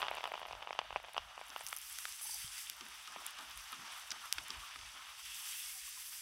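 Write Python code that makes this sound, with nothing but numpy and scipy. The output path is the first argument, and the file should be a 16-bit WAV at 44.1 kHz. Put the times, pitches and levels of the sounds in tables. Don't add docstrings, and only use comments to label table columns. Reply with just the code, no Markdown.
import sys
import numpy as np
from scipy import signal
from scipy.fft import rfft, irfft, next_fast_len
from scipy.io import wavfile
from scipy.ndimage import uniform_filter1d, map_coordinates

SR = 44100
rng = np.random.default_rng(int(sys.argv[2]) if len(sys.argv) > 2 else 0)


def pcm_store(signal):
    levels = np.round(np.clip(np.atleast_2d(signal), -1, 1) * 32767)
    wavfile.write(sys.argv[1], SR, levels.astype(np.int16).T)


def ratio_of_db(decibels):
    return 10 ** (np.asarray(decibels, float) / 20)


N = 273861

# (time [s], peak [dB], ring [dB])
PAN_KNOCKS = [(1.488, -65.5, 1), (2.809, -56, 17), (3.076, -65.5, 25), (3.159, -58.5, 19), (3.388, -58, 17),
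              (3.725, -57.5, 21), (3.789, -63, 15), (4.115, -58.5, 0), (4.38, -62, -4), (4.499, -58.5, 22),
              (4.755, -63, 23.5), (4.94, -67.5, 2)]
# (delay [half periods], level [dB])
POP_TURNS = [(0, -4), (1, 2.5), (2.1, -7), (3, -9.5)]
# (frequency [Hz], density [dB per Hz])
SPIT_BAND = [(3000, -56), (4100, -3), (4900, -3.5), (6200, -4), (7200, -10), (9500, -29.5)]
# (frequency [Hz], density [dB per Hz])
BODY_BAND = [(700, -66), (1200, -1.5), (1900, -4.5), (2800, -1.5), (3600, -1), (4600, -4), (7000, -36)]


def unit(x):
    return x / np.sqrt(np.mean(x ** 2) + 1e-20)


def along(points, hz):
    f, db = np.transpose(points)
    return ratio_of_db(np.interp(np.log(hz + 1), np.log(f + 1), db, left=-120, right=-120))


def curves(rows):
    s, *columns = np.transpose(rows)
    return [np.interp(np.arange(N) / SR, s, column) for column in columns]


def wobble(rate):
    knots = rng.standard_normal(int(N * rate / SR) + 4)
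    return map_coordinates(knots, [np.arange(N) * rate / SR])


def swell(s, half_s):
    t = np.arange(N) / SR
    return np.exp(-((t - np.reshape(s, (-1, 1))) / np.reshape(half_s, (-1, 1))) ** 2)


def filtered(x, response):
    m = 2 * next_fast_len(N // 2 + SR // 16)
    return irfft(rfft(x, m) * response(np.fft.rfftfreq(m, 1 / SR)), m)[..., :N]


def noise(spectrum):
    return filtered(rng.standard_normal(N), lambda f: along(spectrum, f))


def resonance(f, hz, width_hz):
    return 1j * f * width_hz / (hz * hz - f * f + 1j * f * width_hz)


def causal(points, f):
    cepstrum = irfft(np.log(np.maximum(along(points, f), 1e-3)))
    half = len(cepstrum) // 2
    cepstrum[1:half] *= 2
    cepstrum[half + 1:] = 0
    return np.exp(rfft(cepstrum))


def place(s, shapes, early=0):
    at = np.round(s * SR).astype(int)[:, None] + np.arange(shapes.shape[1])
    return np.bincount(at.ravel(), shapes.ravel(), N + 2 * SR)[early:][:N]


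def bursts(per_s, spread_db):
    chance, sign, loudness = rng.random((3, N))
    db = np.minimum(-spread_db * np.log(loudness + 1e-9), 4 * spread_db)
    return (chance < per_s / SR) * np.sign(sign - 0.5) * ratio_of_db(db)


def bubbling(spectrum, per_s, spread_db, share, flutter_db):
    grains = unit(bursts(per_s, spread_db))
    hiss = rng.standard_normal(N)
    mix = np.sqrt(share) * grains + np.sqrt(1 - share) * hiss
    return unit(ratio_of_db(flutter_db) * filtered(mix, lambda f: along(spectrum, f)))


def through_bowl(x, hz):
    def response(f):
        total = 0
        for k, (half, db) in enumerate(POP_TURNS):
            total = total - (-1) ** k * ratio_of_db(db) * np.exp(-1j * np.pi * f * half / hz)
        return total
    return filtered(x, response)


def swings(s, db, hz, edge_db):
    t = np.arange(240)[None] / SR - 0.0012
    shapes = 0
    for k, (half, turn_db) in enumerate(POP_TURNS):
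        u = t - half / (2 * hz[:, None])
        broad = ratio_of_db(db)[:, None] * np.exp(-(9 * u * hz[:, None]) ** 2)
        edge = ratio_of_db(edge_db)[:, None] * np.cos(2 * np.pi * 2800 * u) * np.exp(-(u / 0.0001) ** 2)
        shapes = shapes - (-1) ** k * ratio_of_db(turn_db) * (broad + edge)
    return filtered(place(s, shapes), lambda f: (1j * f / (1j * f + 215)) ** 3)


def splinters(s, db, band, t60, rag):
    t = np.arange(900) / SR
    fade = ratio_of_db(-60 * t / np.reshape(t60, (-1, 1)))
    shape = np.reshape(rag, (-1, 1)) * rng.standard_normal((len(s), len(t))) * fade
    shape[:, 0] = 1
    width = np.mean(along(band, np.linspace(0, SR / 2, 999)))
    return filtered(place(s, ratio_of_db(db)[:, None] * shape), lambda f: causal(band, f) / width)


def pips(rows, turns, rag, t60, gain_db):
    s, db, hz = np.transpose(rows)[:, :, None]
    lead_s = 0.002
    t = np.arange(300) / SR - lead_s
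    grit = uniform_filter1d(rng.standard_normal((len(s), len(t))), size=3)
    wake = grit * (t > 0) * ratio_of_db(-60 * t / t60)
    shapes = (np.exp(-(t * hz / turns) ** 2) + rag * wake) * np.cos(2 * np.pi * hz * t)
    return place(s[:, 0] - lead_s + 1, ratio_of_db(db + gain_db) * shapes, early=SR)


def rim(x):
    return filtered(x, lambda f: resonance(f, 2890, 164))


def steam_and_height():
    # (time [s], steam [dB], height of the lentils [0 sunk, 1 in the air])
    steam_curve = [(0.0, -52.5, 0.063), (0.12, -54, 0.054), (0.38, -57, 0.051), (0.78, -59, 0.094),
                   (1.42, -57.5, 0.17), (1.49, -56.5, 0.13), (1.76, -56.5, 0.58), (1.9, -55, 0.98),
                   (2.5, -53, 0.92), (2.62, -53, 1.08), (2.74, -56.5, 0.51), (3.03, -55.5, 0.44),
                   (4.46, -54, 0.46), (5.17, -56.5, 0.52), (5.26, -53.5, 0.89), (5.5, -52, 1.046),
                   (5.9, -55, 1.056), (6.21, -56, 1.07)]
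    # (time [s], added height [1])
    lifts = [
        (1.51, 0.087),
        (2.94, .06),
        (3.6, 0.18),
        (3.92, 0.072),
        (4.22, 0.044),
    ]
    steam_db, height = curves(steam_curve)
    knock_s = np.transpose(PAN_KNOCKS)[0]
    lift_s, lift = np.transpose(lifts)
    toss_s = 0.063
    height = np.clip(height + 0.065 * swell(knock_s - 0.09, toss_s).sum(0), 0, None)
    height = height + lift @ swell(lift_s, toss_s)
    steam_db = steam_db + 1 * swell(knock_s + 0.14, 0.11).sum(0)
    return steam_db, height


def droplet_crackle(fizz_band, mist_band):
    drops = unit(bursts(170, 3.0)) * ratio_of_db(0.64 * wobble(1.9))
    colour = np.clip(0.5 + 2.4 * wobble(90), 0, 1)
    coarse = filtered(drops * colour, lambda f: along(fizz_band, f))
    fine = filtered(drops * (1 - colour), lambda f: along(mist_band, f))
    return unit(coarse + 0.78 * fine)


def seething():
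    seethe_band = [(2100, -31), (2600, -1.5), (3550, 0), (4100, -17)]  # (frequency [Hz], density [dB per Hz])
    t = np.arange(N) / SR
    window = np.exp(-((t - 5.46) / 0.26) ** 6)
    return ratio_of_db(-54.5) * window * bubbling(seethe_band, 500, 3.3, 0.14, 2.1 * wobble(30))


def frying():
    # (frequency [Hz], density [dB per Hz])
    deep_band = [(130, -11), (260, 5.5), (400, -12.5), (620, 4.5), (900, -1), (1300, -7), (1800, -31),
                 (2800, -11), (4000, -36)]
    foam_band = [(300, -58), (550, -31), (750, -9.5), (950, -3.5), (1300, -1.5), (1900, -8.5), (2600, -29),
                 (4000, -53)]
    sizzle_band = [(1100, -17.5), (1800, -7.5), (2800, -4), (3600, -3), (4500, -7.5), (6500, -46)]
    fizz_band = [(4500, -33.5), (6500, 1.5), (8000, 1.5), (10300, 0.5), (11500, -8), (13500, -19),
                 (15800, -39)]
    mist_band = [(8000, -40), (10500, -4), (12000, -5), (14000, -6.5), (15800, -11.5)]
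    steam_db, height = steam_and_height()

    def level(sunk_db, air_gain_db, bend):
        return ratio_of_db(steam_db + sunk_db + air_gain_db * height ** bend)

    surge = 0.4 * wobble(12) + 0.62 * wobble(45)
    spray = 1.8 * wobble(30) * np.clip(1.25 - height, 0, 1)
    boil = unit(through_bowl(bubbling(deep_band, 220, 3.6, 0.63, surge + 3.1 * wobble(25)), hz=860))
    foam = bubbling(foam_band, 600, 5.1, 0.17, surge + 2.0 * wobble(25))
    sizzle = bubbling(sizzle_band, 700, 3.1, 0.18, surge + 1.38 * wobble(30))
    spit = bubbling(SPIT_BAND, 820, 1.8, 0.24, surge + 0.74 * wobble(30))
    fizz = bubbling(fizz_band, 800, 3.6, 0.25, surge + spray)
    mist = bubbling(mist_band, 990, 4.0, 0.22, surge + spray + 1.5 * wobble(34) + 1.1 * wobble(7))
    crackle = droplet_crackle(fizz_band, mist_band)

    drain = ratio_of_db(8 * swell(1.5, 0.05)[0] + 15 * swell(1.7, 0.13)[0])
    layers = level(-1.4, -33.5, 1.1) * boil
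    layers += level(-2.22, -8.5, 2) * foam
    layers += level(0.1, 0.067, 1.05) * sizzle
    layers += level(-13, -24.5, 1.2) * unit(rim(sizzle))
    layers += level(-10.5, 12.1, 0.72) * spit
    layers += level(-17, 18.54, 1.05) * fizz
    layers += level(-20.5, 19.4, 1.8) * drain ** 0.76 * mist
    layers += level(-20, 11.7, 1.23) * drain * crackle
    return layers + seething()


def pops():
    # (time [s], thump [dB], pitch [Hz], body [dB])
    big = [(0.017, -30.5, 1140, 1.5), (0.027, -21, 1150, -31), (0.039, -32, 960, -9),
           (0.066, -32, 1070, -8), (0.082, -28.5, 1220, -0.5), (0.112, -25.5, 800, -29),
           (0.177, -34, 980, -10), (0.182, -31.5, 850, -23), (0.239, -27.5, 900, -4.5),
           (0.254, -26, 1040, -21), (0.317, -29.5, 736, -18), (0.34, -28.5, 860, -20),
           (3.1602, -34, 826, -40), (0.452, -33.5, 1020, -17), (0.509, -32.5, 845, -14),
           (0.53, -32.5, 910, -20), (0.672, -29.5, 990, -38), (0.706, -27, 806, -39),
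           (0.728, -32.5, 1070, -6), (0.789, -20.5, 966, -6.5), (0.814, -34, 840, -16),
           (0.905, -31.5, 930, -34), (0.926, -33.5, 960, -15), (0.959, -20, 870, -48),
           (0.964, -34, 865, -10), (1.165, -26, 1030, -24), (1.178, -22.5, 1000, -7.5),
           (1.377, -34, 950, -32), (1.412, -34, 820, -27), (1.561, -27.5, 1050, -13.5)]
    # (time [s], thump [dB])
    plips = [(0.136, -36), (0.143, -34.5), (.169, -34.5), (.206, -36), (.274, -34), (.353, -34.5),
             (.393, -41), (.428, -35), (.483, -40), (.55, -38), (.624, -37.5), (.69, -39.5), (.749, -40.5),
             (0.97, -41), (.999, -42.5), (1.045, -40.5), (1.083, -40.5), (1.091, -43.5), (1.144, -39),
             (1.608, -37)]
    # (time [s], thump [dB], pitch [Hz])
    blips = [(-0.0, -38, 990.0), (0.0039, -33, 1040), (0.0067, -39, 1060), (0.0319, -28.5, 1050),
             (0.046, -34, 940), (0.0512, -35, 1120.0), (0.059, -36, 1100.0), (0.0896, -35, 1060.0),
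             (0.0973, -43, 1050), (0.107, -44, 805), (0.1154, -40, 1050.0), (0.1237, -40, 960.0),
             (0.127, -37, 1180.0), (0.1553, -40, 915), (0.197, -42.0, 1050.0), (0.2308, -36, 1090.0),
             (0.236, -42, 1120), (0.2433, -39, 990), (0.2579, -36, 960.0), (0.265, -44, 1000.0),
             (0.267, -40, 1070.0), (0.2878, -48, 990.0), (0.299, -52, 1060.0), (0.337, -31, 1050.0),
             (0.3482, -42, 980.0), (0.3766, -34, 990), (0.404, -42, 1070.0), (0.415, -35, 900.0),
             (0.431, -39.5, 1080.0), (0.46, -38.5, 770), (0.489, -46, 1110.0), (0.526, -40, 1020.0),
             (0.6063, -44, 980.0), (0.6206, -39, 950.0), (0.6323, -44.0, 1060.0), (0.647, -44, 920.0),
             (0.682, -44, 950.0), (0.752, -45, 960.0), (0.7592, -42, 940.0), (0.7956, -38, 1040.0),
             (1.0392, -42, 825), (1.1877, -42, 1040.0), (1.1936, -45, 1220), (1.2479, -47, 1190.0),
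             (1.3915, -41, 900)]
    rows = list(big)
    rows += [(s, db, 850, -7) for s, db in plips]
    rows += [(s, db + 0.5, hz, -15) for s, db, hz in blips]
    s, db, hz, body_db = np.transpose(rows)
    crack_db = -18.5 + 0.42 * body_db
    thump = swings(s, db + 2.0, hz, db + body_db - 2.5)
    tail = splinters(s + 0.001567, db + body_db - 6.0, BODY_BAND, t60=0.014, rag=0.78)
    crack = splinters(s + 0.001083, db + crack_db + 3, SPIT_BAND, t60=0.0028, rag=0.58)
    return thump + tail + ratio_of_db(-5.5) * rim(thump + tail) + crack


def crackling():
    # (time [s], peak [dB], pitch
    # [Hz])
    skins = [(0.0321, -38, 2980.0), (0.0474, -51, 2710.0), (0.12, -36, 3360), (0.27, -41.5, 2920.0),
             (0.3, -44.0, 2980.0), (0.319, -35.5, 2600.0), (0.3388, -38, 2990.0), (0.4165, -45, 2790.0),
             (0.433, -45, 2780.0), (0.4618, -41, 2970), (0.5265, -35, 4620), (0.5341, -47, 3130.0),
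             (0.6267, -34, 3040), (0.676, -46, 2660.0), (0.9724, -38, 2620.0), (1.0512, -42, 2920.0),
             (1.1459, -40.5, 3070.0), (1.6484, -39, 4170), (1.6871, -34, 4760.0), (1.7022, -41, 3060),
             (1.7283, -28.5, 1930), (1.7724, -38, 4520.0), (2.1237, -36, 4550), (2.4781, -32, 4180.0),
             (2.586, -45, 5030.0), (2.6676, -37, 3070), (2.6723, -34.5, 3280), (3.5148, -35, 4350),
             (3.7263, -44, 2820.0), (4.1151, -25, 4200), (0.1841, -39, 5200), (0.4874, -41, 5300),
             (1.5934, -39, 4700), (2.213, -38, 5000), (5.3563, -42, 3030), (6.176, -38, 5250),
             (4.505, -24.5, 4320), (4.8021, -46, 3380), (4.8132, -35.5, 3280)]
    # (time [s], peak [dB], pitch [Hz])
    ticks = [(0.0027, -43, 11670.0), (0.0111, -43, 10270.0), (0.0163, -49, 10180.0),
             (0.0758, -52.0, 9640.0), (0.1027, -54.0, 12040.0), (0.1079, -44, 11280.0),
             (0.1515, -38.5, 9200), (0.1676, -48, 11630.0), (0.2139, -51, 11720.0), (0.2409, -44, 9070.0),
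             (0.2752, -47, 9630.0), (0.3248, -49, 10950.0), (0.3981, -49, 12520.0), (0.469, -50, 11120.0),
             (0.4803, -48, 10820.0), (0.7902, -49, 8110.0), (1.0301, -49, 11090.0), (1.0961, -55, 9500.0),
             (1.1344, -42.5, 10020.0), (1.4394, -56.5, 9500.0), (1.4643, -52.0, 10080.0),
             (1.5621, -46.5, 12110.0), (1.572, -49.5, 10910.0), (1.5753, -50.0, 11080.0),
             (1.5801, -41, 12300), (1.5923, -46, 9010.0), (1.6028, -50.0, 10890.0), (1.6485, -52, 10430.0),
             (1.652, -51, 12400.0), (1.6702, -36, 11070.0), (1.6931, -38, 9800), (1.6983, -52, 11700.0),
             (1.7258, -40, 10200), (1.732, -44.5, 12990.0), (1.7369, -40.5, 11640.0),
             (1.7517, -41, 13220.0), (1.7771, -50, 10920.0), (1.7858, -35, 10500), (1.8161, -39.0, 10670.0),
             (1.8648, -44.0, 9900), (1.8985, -38.0, 12580.0), (2.0903, -38, 10780.0), (2.1238, -44, 9100),
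             (2.7676, -42, 12060.0), (2.8102, -56, 9440.0), (3.0423, -50, 10980.0), (3.2898, -62.5, 11100),
             (3.3097, -47.5, 10990.0), (3.4098, -47.5, 10240.0), (3.64, -42, 11210.0),
             (3.8536, -53, 11790.0), (3.9768, -44, 11060.0), (4.4365, -48, 12100), (4.5051, -54, 9680.0),
             (4.5718, -49.0, 10160.0), (5.4638, -46, 10000.0), (6.087, -41.0, 9900)]
    # (time [s], peak [dB])
    specks = [(0.2713, -53), (0.2907, -57), (0.3444, -55), (1.7094, -45), (1.8497, -44), (1.9854, -33),
              (2.2942, -47), (3.1657, -56), (3.487, -53), (3.4984, -44), (3.6204, -44), (3.7459, -51),
              (3.9285, -49), (4.0831, -50), (4.4084, -51), (4.6284, -50), (4.6598, -49)]
    # (time [s], level [dB])
    clumps = [(2.915, -62), (3.21, -58), (3.56, -58), (3.74, -56), (4.25, -53.5), (4.48, -61),
              (4.635, -53.5), (4.82, -60), (5.0, -58.5), (5.09, -57)]
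    clump_band = [(880, -32), (1080, -3), (1350, -3), (1750, -25)]  # (frequency [Hz], density [dB per Hz])
    clump_s, clump_db = np.transpose(clumps)
    gurgle = bubbling(clump_band, 400, 3, 0.37, 1.2 * wobble(60))
    small = ratio_of_db(clump_db) @ swell(clump_s, 0.029) * gurgle
    pitched_specks = [(s, db, 12900 * rng.normal(1, 0.05)) for s, db in specks]
    small += pips(skins, turns=1.0, rag=0.21, t60=0.0074, gain_db=0.0)
    small += pips(pitched_specks, turns=1.2, rag=0.6, t60=0.004, gain_db=3.0)
    return small + pips(ticks, turns=0.9, rag=0.8, t60=0.0044, gain_db=5.0)


def handling():
    # (time [s], half length [s], rumble [dB])
    sways = [(0.0, 0.17, -70.5), (0.55, 0.065, -64.5), (0.92, 0.11, -70), (1.234, 0.05, -66),
             (2.466, 0.098, -73), (3.56, 0.056, -65), (4.41, 0.049, -65), (4.588, 0.038, -60),
             (4.834, 0.058, -65.5), (5.297, 0.048, -73)]
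    # (time [s], peak [dB], pitch [Hz])
    grips = [(0.519, -71, 59.2), (0.928, -59, 51.1), (1.202, -62, 72.7), (1.64, -70, 130),
             (2.444, -55, 113), (3.566, -69, 67.6), (3.79, -65.5, 138), (4.357, -62, 73.4)]
    # (frequency [Hz], density [dB per Hz])
    rumble_band = [(15, -57), (30, -19), (45, -3), (58, -1.5), (75, -9.5), (110, -14.5), (200, -26)]
    air_band = [(50, -35), (100, -2), (170, -9), (300, -7.5), (500, -12.5), (800, -40)]
    rumble = unit(noise(rumble_band))
    air = unit(ratio_of_db(4.5 * wobble(26)) * noise(air_band))
    s, db, hz = np.transpose(grips)
    t = np.arange(SR // 8) / SR
    decay = ratio_of_db(db[:, None] + 10.5 - 60 * t / 0.045)
    bumps = decay * np.sin(2 * np.pi * hz[:, None] * t) * (1 - np.exp(-t / 0.0012))
    sway_s, half_s, sway_db = np.transpose(sways)
    shaking = ratio_of_db(-78.5) + ratio_of_db(sway_db) @ swell(sway_s, half_s)
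    return shaking * rumble + ratio_of_db(-88.5) * air + place(s, bumps)


def spits():
    # (time [s], crack [dB], size [0-1], snap [dB])
    droplets = [(1.4825, -44, 0.1, -10), (1.494, -50.5, .1, -1), (1.5015, -29.5, 0.36, -36),
                (1.6357, -38, 0.47, -17), (1.6646, -25.5, 0.25, -13.5), (1.6734, -30, 0, -14),
                (1.7275, -32.5, 0.94, -12), (1.7639, -33.5, 0.58, -3), (1.7704, -32, 0.1, -12),
                (1.8148, -45, .15, -10), (1.8971, -45, 0.2, -8), (1.926, -41, .28, -1),
                (1.9854, -23.5, 0.45, -20), (2.0527, -27.5, 0.76, -21), (2.0814, -35, 0.6, -16),
                (2.1226, -32, 0, -21), (2.2114, -45.5, 0.93, -3), (2.5795, -28, 0.26, -23),
                (2.6973, -22, 0.24, -14), (2.8848, -45, 0.4, -4), (1.686, -37, 0.2, -13),
                (3.264, -41, 0.74, 7), (3.3064, -38, 0.1, -14), (3.5089, -35, 0.4, -15),
                (3.5738, -41.5, 0.5, -1), (3.7199, -42, 0.85, -3), (4.2562, -47, 0.97, -1),
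                (4.3251, -26.5, 0.3, -3.5), (4.3354, -41, 0.1, -3), (4.4814, -45.5, .1, 0)]
    # (time [s], crack [dB], size [0-1], snap [dB])
    rattles = [(2.808, -33.5, 0.44, -31), (2.8629, -49.5, 0.94, -24), (3.073, -32, 0.34, -28),
               (3.3852, -33, 0.54, -25), (3.7267, -39, 0.79, -21), (4.104, -26, 0.03, -40),
               (4.116, -23.5, 0.3, -29), (4.3814, -33.5, 0.85, -21), (4.5028, -31, 0.35, -38),
               (4.7086, -50, 1, -21), (4.7575, -47, 1, -20), (4.788, -39.5, 0.5, -29)]
    # (frequency [Hz], density [dB per Hz])
    snap_band = [(4500, -30), (6500, 2.5), (8000, -2), (10300, 4), (13000, -3), (15800, -7), (15950, -31),
                 (16600, -33)]
    s, db, size, snap_db = np.transpose(list(droplets) + list(rattles))
    thump_db = -53.5 + 54 * size
    body_db = -24.5 + 25 * size
    rattle = np.arange(len(s)) >= len(droplets)
    t60 = np.where(rattle, 0.016, 0.003)
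    rag = np.where(rattle, 0.8, 0.2)
    db = db + np.where(rattle, -7, 1.5)
    thump = swings(s, db + thump_db + np.where(rattle, 8, 1.5), np.full(len(s), 1000), db - 64)
    body = splinters(s + 0.001187, db + body_db + 7.0, BODY_BAND, 1.65 * t60, rag)
    crack = splinters(s + 0.00127, db - 5.0, SPIT_BAND, t60, rag)
    snap = splinters(s + 0.0012, db + snap_db + 11.5, snap_band, 1.2 * t60, rag)
    return thump + body + crack + snap


def ring(modes, t):
    total = 0
    for hz, db, t60 in modes:
        decay = ratio_of_db(db + rng.normal(0, 2.9) - 60 * t / t60)
        total = total + decay * np.sin(2 * np.pi * hz * rng.normal(1, 0.0374) * t)
    return total


def knocks():
    # (frequency [Hz], level [dB], t60 [s])
    low_modes = [(225, -3, 0.15), (250, 0, 0.21), (275, 0, 0.22), (351, 3, 0.14), (387, -3.5, 0.55),
                 (443, -10, 0.13)]
    high_modes = [(840, -16, 0.08), (1050, 1, 0.052), (1226, 4, 0.056), (1540, -8, 0.027)]
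    # (frequency [Hz], density [dB per Hz])
    slosh_band = [(90, -41), (170, -0.5), (240, 2.5), (400, -0.5), (520, -9), (900, -40)]
    blows, shake = np.zeros(N + SR), np.zeros(N + SR)
    t = np.arange(SR // 2) / SR
    for s, db, ring_db in PAN_KNOCKS:
        start = round(s * SR)
        blow = ratio_of_db(db - 13.0) * (ring(low_modes, t) + ratio_of_db(ring_db + 4.0) * ring(high_modes, t))
        blows[start:][:len(t)] += blow * (1 - np.exp(-t / 0.0033))
        shake[start:][:len(t)] += ratio_of_db(db - 9.0 - 60 * t / 0.5)
    return blows[:N] + shake[:N] * unit(noise(slosh_band))


def scrape():
    # (frequency [Hz], width [Hz], level [dB], caught at [s])
    wires = [(3200, 360, -10, 2.45), (4760, 190, 4, 2.34), (6120, 260, 2, 2.33), (8300, 500, -0.5, 2.3),
             (10300, 1600, 0, 2.225), (12800, 980, -17, 2.27)]
    # (time [s], length [s], level [dB])
    drags = [
        (2.21, 0.21, -49),
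        (2.572, .03, -65),
    ]
    rubbing = np.zeros(N)
    for hz, width_hz, db, caught_s in wires:
        slip_db = db + 7 * swell(caught_s, 0.034)[0] + 1.8 * wobble(90)
        slips = ratio_of_db(slip_db) * rng.standard_normal(N)
        rubbing += filtered(slips, lambda f: resonance(f, hz, width_hz))
    t = np.arange(N) / SR
    drag = np.zeros(N)
    for s, length, db in drags:
        attack = np.clip((t - s) / 0.0078, 0, 1)
        drag += attack * ratio_of_db(db - 216 * np.maximum(t - s - length, 0))
    jolt_db = 7 * swell((2.272, 2.313, 2.345), 0.0035).sum(0)
    return drag * ratio_of_db(jolt_db) * unit(rubbing)


def squeaks():
    # (middle [s], peak [dB], pitch [Hz], length [s])
    tones = [(2.257, -55, 837, 0.02), (2.296, -48, 900, 0.0077), (2.349, -59.5, 806, 0.038),
             (2.455, -52, 3200, 0.047), (3.41, -56, 860, .05), (5.665, -54, 2200, .012),
             (5.698, -52, 2190, .014), (5.767, -64, 760, 0.042), (5.882, -54, 1100, 0.0082),
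             (5.978, -55, 1050, 0.013)]
    s, db, hz, length = np.transpose(tones)[:, :, None]
    t = np.arange(SR // 10) / SR - 0.05
    waver = np.cumsum(0.068 * rng.standard_normal((len(s), len(t))), axis=1)
    tone = np.sin(2 * np.pi * hz * t + waver) * np.exp(-(2 * t / length) ** 2)
    return place(s[:, 0] - 0.05, ratio_of_db(db) * tone)


def bang():
    # (time [s], peak [dB], pitch [Hz])
    burst = [
        (4.3263, -9.5, 5100),
    ]
    click = pips(burst, turns=0.6, rag=0.1, t60=0.004, gain_db=0)
    return filtered(click, lambda f: f ** 4 / (f ** 4 + 800.0 ** 4))


def bowl_dips(x):
    # (frequency [Hz], width [Hz], depth [dB])
    dips = [(264, 207, -13.5), (4180, 950, -9.5), (6794, 780, -10)]

    def response(f):
        total = 1
        for hz, width_hz, db in dips:
            stiff = hz * hz - f * f
            total = total * (stiff + 1j * f * width_hz * ratio_of_db(db)) / (stiff + 1j * f * width_hz)
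        return total
    return filtered(x, response)


def scene():
    # (frequency [Hz], side over mid [dB])
    ports = [(30, -23), (400, -28.5), (1300, -62), (4400, -52), (16000, -21.5)]
    steady = filtered(frying() + crackling() + scrape(), lambda f: f < 15890)
    mid = bowl_dips(steady + pops() + spits() + squeaks() + bang()) + handling() + knocks()
    mid = filtered(mid, lambda f: f < 16650)
    side = filtered(mid, lambda f: 1j * along(ports, f))
    return np.array([mid + side, mid - side])


def top_cut(x):
    return signal.sosfilt(signal.butter(12, 16670, fs=SR, output="sos"), x)


def record(dry):
    return top_cut(dry)


dry = scene()
out = record(dry)
pcm_store(out)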